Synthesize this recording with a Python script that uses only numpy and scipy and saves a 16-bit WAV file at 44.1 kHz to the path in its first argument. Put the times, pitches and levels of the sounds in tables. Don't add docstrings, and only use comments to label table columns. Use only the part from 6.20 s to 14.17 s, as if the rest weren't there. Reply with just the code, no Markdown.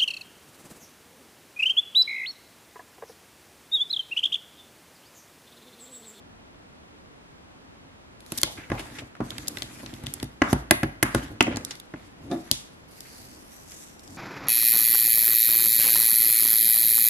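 import sys
import numpy as np
from scipy import signal
from scipy.fft import rfft, irfft, next_fast_len
from scipy.io import wavfile
from scipy.ndimage import uniform_filter1d, map_coordinates

SR = 44100
rng = np.random.default_rng(int(sys.argv[2]) if len(sys.argv) > 2 else 0)


def waveform_to_disk(signal):
    frames = np.transpose(np.atleast_2d(signal))
    scaled = np.clip(frames, -1, 1) * 32767
    samples = np.round(scaled).astype(np.int16)
    wavfile.write(sys.argv[1], SR, samples)


N = 351473
TIME = np.arange(N) / SR
AGE = np.arange(SR // 3) / SR
BLOW_S = 0.02
EDGE_HZ = 16300
ATTACK_S, RELEASE_DB_PER_S = 0.029, 185

# start_s, strength_db, hardness_db (clack over boom),
# weight_db (thud over boom), clack_hz (centre of the clack), tick_db (contact tick), tilt_db_per_octave (boom)
KNOCKS = [(2.1204, -36, -14, -5, 1500, -40.5, 1), (2.232, -35.5, 3.5, 0, 1580, -42, 2),
          (2.5, -36, -2.5, 2.5, 1790, -54, 0), (2.517, -25, -8, -3, 1460, -66, 0),
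          (2.595, -39.5, -10, -6, 1800, -50, 1), (2.82, -45, -15.5, 1, 1400, -75, 6),
          (3.0035, -24.5, -17, -8, 1190, -67, -5.5), (3.182, -46.5, 2.5, 6, 2090, -56, -3),
          (3.3715, -49, 7, 2, 2010, -62, 7), (3.4211, -46.5, 3, 5.5, 2000, -57, -1),
          (3.632, -40, -16, -5, 1100, -72, 4), (3.661, -52, 3.5, 0, 2430, -69, -1.5),
          (3.731, -42.5, -27, 1.5, 1700, -66, -8), (3.837, -41.5, -20, 7, 1900, -51.5, -3.5),
          (3.869, -45, -4, 8, 2100, -60, -10), (4.028, -30, -18.5, -1.5, 1900, -37.5, -4.5),
          (4.218, -16.5, -2.5, -14, 1600, -49, 3.5), (4.329, -17.5, -12, -1.5, 1160, -30.5, -0.5),
          (4.509, -17, 1, -13, 1820, -16.5, 9), (4.6315, -22.5, -6, -2, 1730, -37.5, 2),
          (4.827, -22, 1, -6, 1680, -23.5, -2.5), (4.9472, -20.5, -6, -2, 1450, -30, 0.5),
          (5.2069, -18.5, 4, -11.5, 2950, -31.5, -5.5), (5.267, -30.5, -6.5, -22, 2480, -66, 1),
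          (5.2768, -24, -19, -14, 1270, -63, 2), (5.3249, -36, -7.5, -22, 2500, -70, -5),
          (5.3695, -32, -8.5, -17, 1400, -65, -4), (5.7382, -35, -8.5, -8.5, 1600, -72, 1),
          (6.313, -42.5, -16, 7.5, 1900, -60, -7)]
# start_s, crack_db, ring_hz, brightness_db (fizz over crack)
SNAPS = [(2.0053, -57, 3870, -2), (2.063, -57.5, 4500, 1), (2.1205, -41.5, 2660, 5), (2.1765, -43, 7000, 9),
         (2.1796, -37, 4780, 0), (2.185, -36, 4470, 1), (2.2157, -43.5, 5000, 9), (2.2328, -20.5, 4140, -3),
         (3.1056, -37.5, 2900, -12), (3.182, -38, 3000, -9), (3.273, -44, 4800, -8),
         (3.2803, -39.5, 6260, 1), (3.2825, -32.5, 6340, 1.5), (3.3715, -38, 2900, -13),
         (3.385, -44, 4200, -6), (3.4214, -33, 3530, -22), (3.43, -46, 5500, -1), (3.6617, -44, 3750, -27),
         (3.739, -48, 3160, -9), (3.863, -46, 4000, -19), (3.8676, -35.5, 3030, -13),
         (3.9386, -47, 7000, 14), (4.0, -44, 1970, -21), (4.043, -54, 5050, 3), (4.51, -34.5, 4600, 11),
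         (4.832, -38, 1820, 12.5), (5.226, -34, 7140, -4), (5.36, -40.5, 5140, -12), (5.37, -36, 6640, -14),
         (5.4493, -37, 5830, -0.5), (5.5541, -50, 4500, -7), (5.5999, -47.5, 3500, -1.5),
         (6.3135, -20.5, 4800, -4), (6.806, -46.5, 5930, 0), (7.5194, -48.5, 6900, -6),
         (7.7945, -53.5, 5860, -15), (7.838, -59, 6000, -15), (7.877, -53, 5630, -18)]
# (relative, per Hz)
HISS = [(1500, -36.5), (3200, -2), (5000, 1), (7000, -0.5), (9000, -2), (12000, 2), (13500, -11.5),
        (15500, -35)]
# (relative, per Hz)
DRAG = [(25, -18.5), (60, -3), (120, 1.5), (180, -7), (280, 2.5), (450, -13.5), (650, -13.5), (1200, -28),
        (3000, -41)]
# pitch_hz, likeness (-1 opposite to 1 the same)
NEAR = [(100, 1), (300, 1), (600, 0.85), (1100, 0.37), (2200, 0.58), (5000, -0.14), (8000, 0.18),
        (12000, -0.36)]
# pitch_hz, likeness (-1 opposite to 1 the same)
FAR = [(60, 1), (130, 0.49), (280, 0.02), (600, -0.31), (1300, -0.47), (6000, -0.68), (13000, -0.76)]


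def amp(db):
    return 10 ** (np.asarray(db) / 20)


def evened(x):
    return x / np.sqrt(np.mean(x ** 2) + 1e-20)


def sized(x, db):
    return amp(db) * x / np.sqrt(np.sum(x ** 2) / (2 * BLOW_S * SR) + 1e-20)


def read(points, hz):
    f, value = np.transpose(points)
    return np.interp(np.log(hz + 1), np.log(f + 1), value)


def add(mix, s, sound):
    part = mix[:, round(s * SR):][:, :sound.shape[1]]
    part += sound[:, :part.shape[1]]


def colour(x, shape, likeness, ring_hz=1000., ring_db=0., ring_octaves=0.88):
    n = next_fast_len(x.shape[1] + 2048)
    hz = abs(np.fft.fftfreq(n, 1 / SR))
    db = read(shape, hz) + ring_db / (1 + (np.log2((hz + 1) / ring_hz) / ring_octaves) ** 2)
    db -= 18 * np.log2(np.maximum(hz / shape[-1][0], 1))
    response = np.exp(np.conj(signal.hilbert(np.log(amp(db)))))[:n // 2 + 1]
    same = np.clip(read(likeness, hz[:n // 2 + 1]), -1, 1)
    mid, side = rfft(x, n) * response * np.sqrt([1 + same, 1 - same])
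    return irfft(np.array([mid + side, mid - side]), n)[:, :x.shape[1]]


def burst(decay_s, rise_s=.0001, first=0.):
    chatter = rng.standard_normal((2, len(AGE))) * np.exp(-AGE / decay_s)
    chatter *= 1 - np.exp(-AGE / rise_s)
    sign = np.sign(chatter[:, 1:2])
    return chatter + first * np.linalg.norm(chatter[0]) * sign * (AGE == 0)


def ring(modes, detune=.03, uneven_db=1.0, centre_hz=1000., focus_db=0.):
    hz, db, t60 = np.transpose(modes)[:, :, None]
    pitch, weight, polarity, lead = rng.standard_normal((4, len(hz), 1))
    mode_db = db + uneven_db * weight - focus_db * abs(np.log2(hz / centre_hz))
    gain = amp(mode_db - 60 * AGE / t60) * np.sign(polarity)
    turn = 2 * np.pi * hz * (1 + detune * pitch) * AGE
    apart = np.sign(lead) * np.arccos(np.clip(read(NEAR, hz), -1, 1)) / 2
    stereo = np.array([(gain * np.sin(turn + k * apart)).sum(0) for k in (1, -1)])
    return stereo * (1 - np.exp(-AGE / 0.00056))


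def gesture(start, length, swell_db, attack_s, release_db_per_s):
    t = np.maximum(TIME - start, 0)
    swell = swell_db * (np.minimum(t / length, 1) - .5)
    release = release_db_per_s * np.maximum(t - length, 0)
    return np.minimum(t / attack_s, 1) * amp(swell - release)


def grains(per_s, spread_db, clump_db, clump_s):
    size = amp(spread_db * np.minimum(rng.exponential(1, N), 5))
    size *= rng.random(N) < per_s / SR
    clumps = np.interp(TIME / clump_s, np.arange(N), rng.standard_normal(N))
    return size * amp(clump_db * clumps) * rng.standard_normal((2, N))


def wandering(x, depth_db, patch_s, patch_hz):
    hz, t, z = signal.stft(x, SR, nperseg=256)
    places = np.meshgrid(hz / patch_hz, t / patch_s, indexing="ij")
    shifts = map_coordinates(rng.standard_normal((len(hz), len(t))), places, order=1)
    return signal.istft(z * evened(amp(depth_db * shifts)), SR, nperseg=256)[1][:, :N]


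def film(x):
    # pitch_hz, width_hz, level_db (over the plain sound)
    film_rings = [(3635, 220, -1), (4650, 2700, -6), (5810, 190, -14), (6700, 1200, -11), (7750, 490, -10),
                  (10200, 490, -5), (11500, 310, -10)]
    ringing = 0
    for hz, width, db in film_rings:
        ringing = ringing + amp(db) * signal.lfilter(*signal.iirpeak(hz, hz / width, SR), x)
    return x + ringing


def board(db, tilt_db=0., dull_db=-5.0, dull_s=0.0066):
    # pitch_hz, level_db (relative), t60_s (time to die by 60 dB)
    board_modes = [(197, -13.5, 0.21), (240.4, -1, 0.15), (305.4, 1.5, 0.092), (337, 0.5, 0.073),
                   (388.6, -7.5, 0.1), (568, -2.5, 0.062), (675, -2.5, 0.029), (830, -11.5, 0.01)]
    # (relative, per Hz)
    push_colour = [(30, -21), (90, -13.5), (280, 5.5), (480, -17), (700, -6), (1200, -16.5), (3000, -42)]
    push = colour(burst(dull_s), push_colour, NEAR)
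    modes = ring(board_modes, detune=0.022, centre_hz=board_modes[-1][0], focus_db=tilt_db)
    return sized(sized(modes, 0) + sized(push, dull_db), db)


def air():
    # (relative, per Hz)
    air_colour = [(12, -37.5), (20, -2.5), (22, 1.5), (43, -1), (80, 0.5), (102, -2.5), (272, -2),
                  (329, -5.5), (420, -7.5), (567, -9.5), (977, -12.5), (1350, -15), (3230, -23),
                  (12200, -40.5), (13300, -58)]
    hz, db = np.transpose(air_colour)
    width_db = -10 * np.log10(np.clip(1 + read(FAR, hz), .1, 2))
    shape = [*zip(hz, db + width_db), (EDGE_HZ, -75)]
    tone = colour(rng.standard_normal((2, N)), shape, FAR)
    return amp(-53) * tone / tone.mean(0).std()


def dying(times, db, db_per_s):
    jumps = np.bincount(np.round(times * SR).astype(int), amp(db), minlength=N)[:N]
    return signal.lfilter([1], [1, -amp(-db_per_s / SR)], jumps)


def friction():
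    # start_s, length_s, hiss_db, rasp_db, drag_db (on the table), swell_db (from start to end)
    strokes = [(1.982, 0.2, -53, -58.5, -62, 26), (2.356, .06, -55, -51, -43, -14),
               (2.483, 0.11, -52, -52.5, -51, 24.5), (2.651, .13, -50.5, -53, -46, 3.5),
               (3.021, 1, -52, -52.5, -46.5, -2.5), (4.259, 0.057, -44, -43.5, -40, 5),
               (4.863, 0.1, -50, -49.5, -46, 3), (4.935, 0.15, -44.5, -45.5, -40.5, -14),
               (5.284, 0.071, -66, -46, -33.5, -4.5), (5.405, 0.13, -51.5, -54.5, -63, 6),
               (5.744, 0.14, -61.5, -61, -64, -2.5), (5.955, .11, -63, -65.5, -54.5, 2),
               (6.094, 0.1, -50, -57, -62, -6.5), (6.228, 0.1, -54, -57, -49, -7)]
    settle_db, settle_db_per_s = -30, 47
    shift_rasp_db, shift_drag_db, shift_db_per_s = -27.5, -19, 93
    knock_s, knock_db, hard_db = np.transpose(KNOCKS)[:3]
    snap_s, snap_db = np.transpose(SNAPS)[:2]
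    settle = dying(snap_s, snap_db + settle_db, settle_db_per_s)
    shift_rasp = dying(knock_s, knock_db + hard_db + shift_rasp_db, shift_db_per_s)
    shift_drag = dying(knock_s, knock_db + shift_drag_db, shift_db_per_s)
    power = np.array([settle, shift_rasp, shift_drag]) ** 2
    for start, length, *layers_db, swell_db in strokes:
        movement = gesture(start, length, swell_db, ATTACK_S, RELEASE_DB_PER_S)
        power += np.outer(amp(layers_db), movement) ** 2
    return np.sqrt(power)


def sliding(hiss_db=-1.5, rasp_db=0., drag_db=-0.5):
    # (relative, per Hz)
    rasp_colour = [(400, -18), (900, -3), (1900, 1.5), (3000, -5.5), (4500, -11.5), (8000, -31.5)]
    hiss, rasp, drag = friction()
    fine = film(colour(grains(per_s=8400, spread_db=-1.0, clump_db=3.0, clump_s=0.023), HISS, NEAR))
    coarse = colour(grains(per_s=2500, spread_db=2.0, clump_db=3.5, clump_s=0.012), rasp_colour, NEAR)
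    low = colour(grains(per_s=2500, spread_db=1.3, clump_db=1.3, clump_s=.025), DRAG, NEAR)
    scrape = amp(hiss_db) * hiss * evened(fine) + amp(rasp_db) * rasp * evened(coarse)
    scrape = wandering(scrape, depth_db=3, patch_s=.04, patch_hz=600)
    return scrape + amp(drag_db) * drag * evened(low)


def above(x, edge_hz):
    return signal.sosfilt(signal.butter(3, min(edge_hz, SR / 4), "high", fs=SR, output="sos"), x)


def rebound(x, crossing_s=0.0007, share=0.43):
    delay_s = crossing_s * 2 ** rng.uniform(-.5, 0.55)
    return x + share * np.roll(x, round(delay_s * SR), axis=1)


def snaps(crack_s=0.0015, fizz_s=0.0023, scatter_db=-1.5, edge_share=0.59):
    # (relative, per Hz)
    crack_colour = [(500, -36), (1500, -3.5), (2500, -1.5), (3500, 1), (6500, -4), (8500, -3.5),
                    (13000, -19)]
    fizz_colour = [(4000, -13.5), (7000, -3.5), (9000, 0), (11600, 5.5), (13300, -2), (16000, -29.5)]
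    push_db = -15.5
    direct, scattered = np.zeros((2, 2, N))
    for s, db, ring_hz, bright_db in SNAPS:
        edge_hz = edge_share * ring_hz
        crack = colour(burst(crack_s, first=0.72), crack_colour, NEAR,
                       ring_hz=ring_hz, ring_db=9.5, ring_octaves=.55)
        crack = rebound(film(above(crack, edge_hz)))
        fizz = colour(burst(fizz_s, first=0.87), fizz_colour, NEAR)
        bright = sized(rebound(film(fizz)), db + bright_db)
        add(direct, s, sized(crack, db) + bright + board(db + push_db))
        plain = colour(burst(crack_s, first=2.9), crack_colour, NEAR,
                       ring_hz=ring_hz, ring_db=6.0, ring_octaves=.7)
        add(scattered, s, sized(above(plain, edge_hz), db) + sized(fizz, db + bright_db))
    return direct, amp(scatter_db) * scattered


def knocks(chatter_db=0.0, chatter_s=0.0027, tick_s=0.0024):
    # pitch_hz, level_db (relative), t60_s (time to die by 60 dB)
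    thud_modes = [(53.8, -4, 0.35), (75, -6.5, 0.16), (107.3, 6, 0.093), (136.4, 0, 0.24)]
    disc_modes = [(1072, 2.5, 0.059), (1395, -4, 0.043), (1447, -5, 0.022), (1670, -2.5, 0.047),
                  (1630, 5, 0.0065), (2020, 5.5, 0.03), (2570, 3, 0.025), (2916, 7, 0.01)]
    # (relative, per Hz)
    chatter_colour = [(400, -3.5), (900, 2.5), (1900, 0.5), (3000, -6), (3600, -12), (6000, -10),
                      (10000, -32)]
    tick_colour = [(900, -27), (2800, -1), (4500, -1), (7000, -4.5), (9000, -1.5), (11500, 5), (13500, -16),
                   (16000, -35)]
    out = np.zeros((2, N))
    for s, db, hard_db, weight_db, clack_hz, tick_db, tilt_db in KNOCKS:
        chatter = colour(burst(chatter_s, rise_s=.003), chatter_colour, NEAR,
                         ring_hz=clack_hz, ring_db=8, ring_octaves=.5)
        disc = ring(disc_modes, detune=0.013, centre_hz=clack_hz, focus_db=16.0)
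        clack = sized(disc, 0) + sized(chatter, chatter_db)
        tick = sized(colour(burst(tick_s, rise_s=0.00025), tick_colour, NEAR), tick_db)
        thud = sized(ring(thud_modes, detune=0.043), db + weight_db)
        add(out, s, thud + board(db, tilt_db) + sized(clack, db + hard_db) + tick)
    return out


def scuffs(rise_s=0.0024, catch_db=1.5, catch_s=0.0076):
    # start_s, level_db, centre_hz, decay_s
    skids = [(2.262, -41, 704, 0.05), (2.373, -39.5, 1970, 0.06), (2.434, -49.5, 2340, 0.012),
             (2.52, -35, 846, 0.074), (2.592, -41.5, 2800, 0.012), (2.748, -45, 2030, 0.031),
             (2.785, -37.5, 2900, 0.0093), (2.951, -49, 1670, 0.0026), (2.965, -54, 1500, 0.0034),
             (3.005, -40.5, 1140, 0.028), (4.232, -27.5, 1360, 0.063), (4.85, -30, 1465, 0.04),
             (5.213, -37.5, 2900, 0.03), (5.28, -36.5, 447, 0.078), (5.507, -35, 4530, 0.0067),
             (6.112, -45, 3990, 0.0055), (6.325, -40, 4500, 0.073), (6.849, -52, 2280, .04),
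             (6.93, -56.5, 1600, .035), (7.515, -54, 2400, 0.011)]
    # (relative, per Hz)
    skid_colour = [(200, 4.5), (600, 2.5), (1500, -1.5), (3000, -6.5), (4000, -10), (7000, -8.5),
                   (12000, -14.5), (15000, -39)]
    out = np.zeros((2, N))
    for s, db, centre_hz, decay_s in skids:
        grip = np.interp(AGE / catch_s, np.arange(len(AGE)), rng.standard_normal(len(AGE)))
        skid = colour(burst(decay_s, rise_s) * amp(catch_db * grip), skid_colour, NEAR,
                      ring_hz=centre_hz, ring_db=22.5, ring_octaves=1.0)
        add(out, s, sized(skid, db))
    return out


def hands():
    # start_s, length_s, level_db, swell_db (from start to end)
    shifts = [(5.084, 0.021, -39.5, 6), (5.961, 0.12, -50, 16), (6.957, 0.24, -54, -2),
              (7.81, 0.15, -49.5, 6)]
    weight = 0
    for start, length, db, swell_db in shifts:
        weight = weight + amp(db) * gesture(start, length, swell_db, ATTACK_S, RELEASE_DB_PER_S)
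    return weight * evened(colour(rng.standard_normal((2, N)), DRAG, NEAR))


def judder(slip_hz=136.1, jitter=.45, harden=1.45):
    # pitch_hz, width_hz, level_db (relative, at full force)
    judder_rings = [(270, 14, 3.5), (334, 25, 6.5), (572, 53, 0), (689, 20, -1.5), (1150, 30, -9.5),
                    (1690, 37, -16), (2170, 410, -30), (3600, 130, -15)]
    force = amp(-24) * gesture(6.099, 0.021, 0, attack_s=0.016, release_db_per_s=177)
    wander = evened(uniform_filter1d(rng.standard_normal(N), size=200))
    slip_count = np.floor(np.cumsum(slip_hz * np.exp(jitter * wander)) / SR)
    slips = np.diff(slip_count, prepend=0)
    out = np.zeros(N)
    for hz, width, db in judder_rings:
        mode = np.exp(-np.pi * width * AGE) * np.sin(2 * np.pi * hz * AGE)
        ringing = evened(signal.oaconvolve(slips, mode)[:N])
        brightness = (force / force.max()) ** (harden * np.log10(hz / judder_rings[0][0]))
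        out += amp(db) * ringing * brightness
    out *= force
    return out * np.linalg.norm(force) / np.linalg.norm(out)


def resonate(x, hz, width_hz):
    turn = np.exp(2j * np.pi * np.cumsum(hz) / SR)
    r = np.exp(-np.pi * width_hz / SR)
    smooth = signal.lfilter([(1 - r) ** 2], [1, -2 * r, r * r], x / turn + 1e-18)
    return 2 * (turn * smooth).real


def peeling(glue_db=0.5, film_db=-0.5):
    # start_s, crackle_db (before the trims glue_db and film_db), span_hz (taut span)
    peel = [(6.68, -63.5, 4500), (6.73, -56, 4600), (6.97, -52, 4700), (7.28, -57.5, 5340),
            (7.36, -51, 5600), (7.45, -57, 5300), (7.53, -48.5, 6700), (7.63, -51, 7650),
            (7.76, -62.5, 5940), (7.98, -53, 3940)]
    # (relative, per Hz)
    glue_colour = [(600, -34), (2000, -2), (3300, -7.5), (4600, -5), (6000, -10.5), (9200, 0.5),
                   (12000, 2.5), (13500, -5.5), (15500, -28)]
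    film_colour = [(3000, -20), (4800, -7), (5800, 1.5), (7700, 0.5), (9000, 0), (13000, -30)]
    freed_db, freed_db_per_s = -11, 8
    span_db, span_width_hz = -9.5, 2600
    peel_s, crackle_db, span_hz = np.transpose(peel)
    crackle = amp(np.interp(TIME, peel_s, crackle_db, left=-200, right=-200))
    freed = crackle * amp(freed_db + freed_db_per_s * (TIME - peel_s[0]))
    breaks = film(grains(per_s=3500, spread_db=1.2, clump_db=1.2, clump_s=.02))
    note_hz = np.interp(TIME, peel_s, span_hz)
    span = amp(span_db) * evened(resonate(colour(breaks, HISS, NEAR), note_hz, span_width_hz))
    glue = amp(glue_db) * evened(colour(breaks, glue_colour, NEAR))
    loose = amp(film_db) * freed * evened(colour(breaks, film_colour, NEAR))
    return wandering(crackle * (glue + span) + loose, depth_db=2.3, patch_s=.11, patch_hz=500)


def room(x, build_s=0.00037):
    # pitch_hz, level_db
    tail_colour = [(60, -33.5), (250, -20), (700, -3.5), (1700, -9), (4000, -9), (11000, -11.5),
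                   (14000, -21)]
    # pitch_hz, t60_s (time to die by 60 dB)
    tail_t60 = [(100, 0.12), (500, 0.28), (1600, 0.49), (5000, 0.29), (12000, 0.4)]
    hz, t, z = signal.stft(rng.standard_normal((2, SR // 2)), SR, nperseg=256)
    tail = signal.istft(z * amp(-60 * t / read(tail_t60, hz)[:, None]), SR, nperseg=256)[1]
    tail *= 1 - np.exp(-(np.arange(tail.shape[1]) / SR / build_s) ** 2)
    tail = colour(tail / np.linalg.norm(tail), tail_colour, FAR)
    return signal.fftconvolve(x[:1], tail, axes=1)[:, :N]


def scene():
    table = sliding() + knocks() + scuffs() + hands() + judder() + peeling()
    direct, scattered = snaps()
    return air() + table + direct + room(table + scattered)


def record(dry, low_cut_hz=44.4):
    low_cut = signal.butter(2, low_cut_hz, "high", fs=SR, output="sos")
    clipped = np.clip(signal.sosfilt(low_cut, dry), -1, 1)
    band_limit = signal.firwin(255, EDGE_HZ, window=("kaiser", 9), fs=SR)
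    return signal.oaconvolve(clipped, band_limit[None], "same")


dry = scene()
out = record(dry)
waveform_to_disk(out)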